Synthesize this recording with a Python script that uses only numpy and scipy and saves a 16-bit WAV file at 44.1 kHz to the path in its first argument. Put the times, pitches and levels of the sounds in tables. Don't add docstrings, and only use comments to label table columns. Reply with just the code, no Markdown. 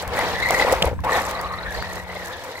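import sys
import numpy as np
from scipy import signal
from scipy.fft import rfft, irfft, next_fast_len
from scipy.io import wavfile
from scipy.ndimage import map_coordinates

SR = 44100
rng = np.random.default_rng(int(sys.argv[2]) if len(sys.argv) > 2 else 0)


def wav_out(sig):
    wavfile.write(sys.argv[1], SR, np.round(np.clip(np.atleast_2d(sig).T, -1, 1) * 32767).astype(np.int16))


def gain_from_decibels(decibels):
    exponent = np.asarray(decibels, float) / 20
    return 10 ** exponent


N = 114660


def unit(x):
    return x / np.sqrt(np.mean(np.abs(x) ** 2) + 1e-20)


def along(points, hz):
    f, v = np.transpose(points)
    return np.interp(np.log(hz + 1), np.log(f + 1), v)


def curves(rows):
    s, *columns = np.transpose(rows)
    return [np.interp(np.arange(N) / SR, s, column) for column in columns]


def wobble(rate):
    return map_coordinates(rng.standard_normal(N // 20), [np.arange(N) * rate / SR])


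def noise(*ports):
    return rng.standard_normal((*ports, N))


def filtered(x, response):
    m = next_fast_len(N + 8192)
    return irfft(rfft(x, m) * response(np.fft.rfftfreq(m, 1 / SR)), m)[..., :N]


def between(start, end, edge_s):
    t = np.arange(N) / SR
    return np.clip((t - start) / edge_s, 0, 1) * np.clip((end - t) / edge_s, 0, 1)


def pings(rows, hz, gain_db, rise_s, t60, noisy):
    s, db = np.transpose(rows)[:2]
    t = np.arange(3000) / SR
    shape = (1 - np.exp(-t / rise_s)) * gain_from_decibels(-60 * t / t60)
    tone = np.sin(2 * np.pi * np.reshape(hz, (-1, 1)) * t)
    crack = noisy * rng.standard_normal((len(s), len(t)))
    wave = shape / shape.max() * (tone + crack) * gain_from_decibels(db + gain_db)[:, None]
    at = np.round(s * SR).astype(int)[:, None] + np.arange(len(t))
    return np.bincount(at.ravel(), wave.ravel(), N + SR)[:N]


def fuzzy(hz, width_hz):
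    blur = wobble(width_hz) + 1j * wobble(width_hz)
    return unit(np.real(blur * np.exp(2j * np.pi * np.cumsum(hz) / SR)))


def tones(rows, edge_s, unsteady_db):
    t = np.arange(N) / SR
    total = 0
    for hz, db, start, end in rows:
        level = gain_from_decibels(db + 2.5 + unsteady_db * wobble(15.16))
        total = total + level * between(start, end, edge_s) * np.sin(2 * np.pi * hz * t)
    return total


def noise_floor():
    return gain_from_decibels(-55.5) * unit(filtered(noise(2), lambda f: 1 / (1 + (f / 450) ** 2)))


def far_hum():
    # (frequency [Hz], level [dB rms], start [s], end [s])
    hum_lines = [(90.5, -52, 1.3, 2.7), (181, -45, -.1, 2.32)]
    return tones(hum_lines, edge_s=0.083, unsteady_db=.5)


def wind():
    # (time [s], level [dB])
    strength = [(0, -40), (.15, -34.5), (.75, -34.5), (.95, -27), (1.1, -35), (1.3, -39.5), (1.8, -36),
                (2.6, -52)]
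    # (frequency [Hz], density [dB per Hz])
    colour = [(15, -35), (30, -15), (60, 5), (100, -0.5), (150, -9.5), (300, -19), (700, -55.5)]
    wind_db, = curves(strength)
    return gain_from_decibels(wind_db) * unit(filtered(noise(2), lambda f: gain_from_decibels(along(colour, f))))


def ground_thumps():
    # (time [s], peak [dB], frequency [Hz], left over right [dB])
    bumps = [
        (0.072, -24, 62.6, 16),
        (0.857, -15, 67, 2),
        (0.917, -23, 87, 14),
        (0.983, -21, 67, 9),
        (1.453, -28, 56.3, 20),
        (1.677, -27, 57, 12),
        (1.782, -26, 57, 4),
        (1.948, -30.5, 89, 7),
    ]
    s, db, hz, pan_db = np.transpose(bumps)
    return np.array([pings(np.c_[s, db + side * pan_db], hz, 0, rise_s=0.0032, t60=0.12, noisy=0)
                     for side in (0, -1)])


def speed_controller():
    # (frequency [Hz], level [dB rms], start [s], end [s])
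    whistles = [(5800, -66, .97, 1.07), (11600, -68, .99, 1.045), (7800, -70, .94, 1.0),
                (3750, -66, .93, 1.03)]
    return tones(whistles, edge_s=.015, unsteady_db=1.5)


def tyre_spray():
    # (time [s], level [dB])
    skid = [(0, -32), (.06, -51), (.18, -34.5), (.42, -37.5), (.55, -32), (.72, -32), (.8, -42.5),
            (.86, -37.5), (.95, -62), (1.033, -70), (1.041, -35.5), (1.07, -50), (1.13, -30.5), (1.27, -38),
            (1.5, -49.5), (1.62, -48), (1.79, -39.5), (1.98, -44), (2.06, -55), (2.12, -44.5), (2.27, -42),
            (2.6, -45)]
    # (frequency [Hz], density [dB per Hz])
    colour = [(1500, -28), (2500, 1), (3900, 6.5), (6000, 1.5), (8000, -7.5), (10000, -10), (12000, -5),
              (15500, -14.5)]
    spray_db, = curves(skid)
    fine = lambda f: f ** 4 / (f ** 4 + 5500 ** 4)
    hiss = noise() * gain_from_decibels(1.6 * wobble(300) + 2.4 * wobble(30))
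    clumps_db = np.minimum(2.6 * wobble(22) + wobble(7), 3)
    grit = noise() * gain_from_decibels(1.5 * wobble(600) + 3.5 * wobble(120) + clumps_db)
    body = filtered(hiss, lambda f: gain_from_decibels(along(colour, f)) * (1 - fine(f)))
    treble = filtered(grit / np.std(grit), lambda f: gain_from_decibels(along(colour, f)) * fine(f))
    grains_per_s = 70
    draw = rng.random((round(grains_per_s * N / SR), 3))
    falls = np.c_[draw[:, 0] * N / SR, 10 * draw[:, 1] ** 2]
    grains = pings(falls, 0, -12.5, rise_s=.0004, t60=0.0046, noisy=0.92)
    return gain_from_decibels(spray_db) * (unit(body + treble) + filtered(grains, fine))


def stone_ticks():
    # (time [s], peak [dB])
    landings = [(.0243, -21), (.0772, -20.5), (.1905, -17.5), (.299, -40), (.336, -42), (.4015, -21),
                (.488, -19), (.5075, -8.5), (.539, -22), (.59, -24), (.7238, -9), (.7285, -11.5),
                (.7505, -24), (.7675, -45), (.8225, -18), (.8258, -14), (.8745, -31), (.9015, -46),
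                (.9395, -40), (1.0045, -33), (1.047, -25), (1.2015, -32), (1.3115, -18), (1.413, -20.5),
                (1.709, -33), (1.826, -26), (1.885, -36), (1.957, -27), (2.09, -40), (2.151, -30),
                (2.2605, -26), (2.272, -25.5), (2.5785, -35), (.105, -38), (.854, -21), (1.038, -39),
                (1.218, -28), (1.7434, -35)]
    low_hz, high_hz = 1700, 14000
    ticks = np.array([pings(landings, 0, -4, rise_s=.0003, t60=.008, noisy=1) for port in "LR"])
    return filtered(ticks, lambda f: (1j * f / (low_hz + 1j * f)) ** 2 / (1 + 1j * f / high_hz))


def stone_chips():
    # (time [s], peak [dB], ring [Hz])
    strikes = [(0.8231, -4.5, 2720), (0.826, -1, 3140), (.855, -22, 11100), (1.219, -25.5, 11580),
               (1.253, -23, 7584), (1.559, -31, 13700), (1.12, -23.5, 7700), (1.201, -28, 8000),
               (1.708, -35, 10400), (1.8253, -12.5, 1566), (2.2593, -29.5, 6860), (0.824, -14, 4800)]
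    return pings(strikes, np.array(strikes)[:, 2], 0, rise_s=0.000092, t60=0.0042, noisy=0)


def shell_rattle():
    # (time [s], level [dB])
    rolling = [(0, -30.5), (.06, -32.5), (.2, -23), (.38, -29.5), (.47, -26.5), (.55, -22.5), (.73, -20),
               (.8, -27), (.87, -21.5), (.94, -41), (.955, -44), (1.035, -44), (1.04, -28.5), (1.14, -20),
               (1.3, -29), (1.62, -36), (1.77, -33), (1.88, -34), (2.06, -36), (2.27, -34.5), (2.6, -36.5)]
    # (frequency [Hz], density [dB per Hz])
    colour = [(150, -16), (200, -14), (400, -8.5), (480, -3), (1200, -8), (2200, -9.5), (3000, -20.5),
              (6000, -36.5)]
    # (frequency [Hz], width [Hz], level [dB])
    modes = [(521, 67, -6), (673, 60, -13), (890, 256, -1.5)]
    level_db, = curves(rolling)
    jolts = noise() * gain_from_decibels(1.4 * (wobble(130) + 0.88 * wobble(29.73)))

    def ring(f):
        resonance = sum(gain_from_decibels(db) * w / (w + 2j * (f - centre)) for centre, w, db in modes)
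        return gain_from_decibels(along(colour, f)) * (0.9 + resonance)

    return gain_from_decibels(level_db) * unit(filtered(jolts, ring))


def strain_buzz():
    # (time [s], buzz [Hz], level [dB])
    strain = [(1.04, 859, -35.5), (1.07, 951, -23.5), (1.1, 1176, -32), (1.3, 1141, -33),
              (1.55, 1169, -30.5), (1.58, 1250, -36.5), (1.68, 1600, -41)]
    hz, buzz_db = curves(strain)
    gate = between(1.037, 1.69, edge_s=0.0076)
    return gain_from_decibels(buzz_db + 2.3 * wobble(45.34)) * gate * fuzzy(hz, width_hz=230)


def chassis_knocks():
    # (time [s], peak [dB], ring [Hz])
    blows = [(0.188, -6, 728), (0.193, -11.5, 770), (0.506, -6, 710), (0.647, -7.5, 520), (0.72, -9, 543),
             (0.726, -1.5, 540), (0.736, -5.5, 740), (0.821, -12.5, 556), (0.844, -5.5, 528),
             (0.872, -11.5, 490), (0.881, -9.5, 550), (0.93, -15.5, 506), (0.99, -23, 1040),
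             (1.093, -7, 1126), (1.122, -10.5, 533), (1.159, -11.5, 780), (1.399, -15, 993),
             (1.491, -35, 1231), (1.539, -14, 1170), (.836, -10.5, 690), (.914, -15.5, 527),
             (1.037, -17.5, 800), (1.71, -34, 517), (1.752, -22, 690), (1.772, -20.5, 480),
             (1.787, -23, 606), (1.965, -21.5, 554), (2.155, -21, 610), (2.168, -20.5, 540)]
    hz = np.array(blows)[:, 2]
    body = pings(blows, hz, -4.5, rise_s=0.0011, t60=0.022, noisy=0)
    overtone = pings(blows, 1.6 * hz, -11.0, rise_s=0.00032, t60=0.027, noisy=0)
    stop = pings([(.823, -22)], 170, 0, rise_s=0.0018, t60=0.083, noisy=0)
    return body + overtone + stop


def gear_bites():
    # (time [s], peak [dB], mesh [Hz])
    catches = [(.1785, -22, 1940), (.2119, -21, 1950), (.3846, -30, 1880), (0.399, -20, 1794),
               (.426, -15, 2085), (.4575, -16, 2003), (.4868, -17, 2074), (.5174, -18, 2070),
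               (0.5444, -13, 1930), (.5687, -19, 2140), (.596, -12, 1995), (0.6219, -11.5, 2005),
               (.655, -23, 1960), (.6795, -32, 1970), (.6959, -20, 1970), (1.1199, -17.5, 1834),
               (1.1397, -22, 1888), (1.3771, -26, 1970), (1.3963, -27, 1870), (1.683, -29, 1770),
               (1.705, -27, 1715), (1.7489, -34, 1816), (1.762, -33, 1840), (1.7933, -29.5, 2110),
               (1.8426, -27, 1880), (1.8675, -33, 1800), (1.8975, -27.5, 1855), (1.913, -30, 1920),
               (1.9692, -29, 1970), (1.9977, -29, 1940), (2.0982, -28, 2002), (2.5539, -28.5, 2000),
               (2.579, -30, 2050)]
    mesh_hz = np.array(catches)[:, 2]
    bite = pings(catches, mesh_hz, 0, rise_s=0.0027, t60=0.03, noisy=0)
    return bite + pings(catches, 1.97 * mesh_hz, -17.5, rise_s=0.004, t60=0.03, noisy=0)


def pinion_squeals():
    # (time [s], peak [dB], chirp [Hz])
    chirps = [(1.585, -32.5, 3920), (1.629, -32.5, 4040), (1.743, -32, 4600), (1.769, -31.5, 4240),
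              (1.801, -34, 4410), (.4, -31, 3650), (.424, -26, 3950), (.563, -31, 4260), (1.349, -31, 4000),
              (1.39, -36, 4620), (1.443, -35.5, 4006), (1.487, -37.5, 3950), (1.534, -35.5, 4290),
              (1.819, -33.5, 4680), (1.865, -41, 4150), (1.888, -40, 4110), (1.908, -43, 4300),
              (2.565, -36.5, 4210)]
    return pings(chirps, np.array(chirps)[:, 2], 0, rise_s=0.006, t60=0.039, noisy=0)


def gear_whine():
    # (time [s], tooth mesh [Hz], load [dB])
    drive = [(0, 1880, -53), (.1, 1450, -41), (.19, 1935, -28), (.3, 1845, -35), (.45, 2030, -28),
             (.62, 2044, -26), (.72, 1953, -40), (.9, 1895, -81), (1.0, 1871, -70), (1.13, 1910, -21),
             (1.25, 1842, -42), (1.4, 1960, -40.5), (1.6, 1855, -40.5), (1.7, 1733, -35),
             (1.9, 1916, -41.5), (2.1, 2000, -41), (2.35, 1800, -39.5), (2.6, 2046, -50.5)]
    # (multiple of the mesh pitch [ratio], level [dB])
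    overtones = [(1, 1), (2.05, -11)]
    turns_per_s, turn_depth_db, mesh_width_hz = 36, 2.8, 330
    hz, load_db = curves(drive)
    turn = np.cos(2 * np.pi * np.cumsum(turns_per_s * (1 + 0.093 * wobble(27.24))) / SR)
    swell = gain_from_decibels(turn_depth_db * turn + 1.2 * wobble(25.8))
    mesh = 0
    for k, db in overtones:
        pitch = k * hz * (1 + .025 * wobble(18))
        mesh = mesh + gain_from_decibels(db + 0.9 * wobble(11.54)) * fuzzy(pitch, mesh_width_hz * k)
    return gain_from_decibels(load_db) * unit(swell * mesh)


def ports(steady, sharp):
    # (frequency [Hz], likeness [0 to 1])
    alike = [(250, 1), (500, 0.98), (1000, 0.98), (2000, 0.51), (4000, 0.096), (15000, 0.13)]
    # (frequency [Hz], left over right [dB])
    tilt = [(300, 1.5), (2500, 2), (5000, 0), (7800, -14.5), (11000, -5.5), (15000, 0.5)]
    lag_s = 1e-4
    z = signal.stft(steady, nperseg=256)[2]
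    random_phase = np.exp(2j * np.pi * rng.random(z.shape))
    apart = signal.istft(z * random_phase, nperseg=256)[1][:N]
    apart = apart * np.std(steady) / np.std(apart)

    def spread(f):
        angle = np.arccos(np.clip(along(alike, f), 0, 1)) / 2
        return np.array([np.cos(angle), np.sin(angle)]) / (1 + (f / 15800) ** 500)

    mid, side = filtered(np.array([steady, apart]), spread)
    sign = np.array([[1], [-1]])

    def port(f):
        return gain_from_decibels(sign * along(tilt, f) / 2) * np.exp(-1j * np.pi * sign * f * lag_s)

    return filtered(mid + sign * side + sharp, port)


def scene():
    background = noise_floor() + far_hum() + wind() + ground_thumps()
    steady = speed_controller() + tyre_spray() + shell_rattle() + strain_buzz()
    steady = steady + pinion_squeals() + gear_whine()
    sharp = stone_ticks() + stone_chips() + chassis_knocks() + gear_bites()
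    return background + ports(steady, sharp)


def band_limit(x):
    return signal.sosfilt(signal.butter(12, 16990, fs=SR, output="sos"), x)


def record(dry):
    finished = filtered(dry, lambda f: 1 / (1 + (f / 16000) ** 100))
    return band_limit(finished)


dry = scene()
out = record(dry)
wav_out(out)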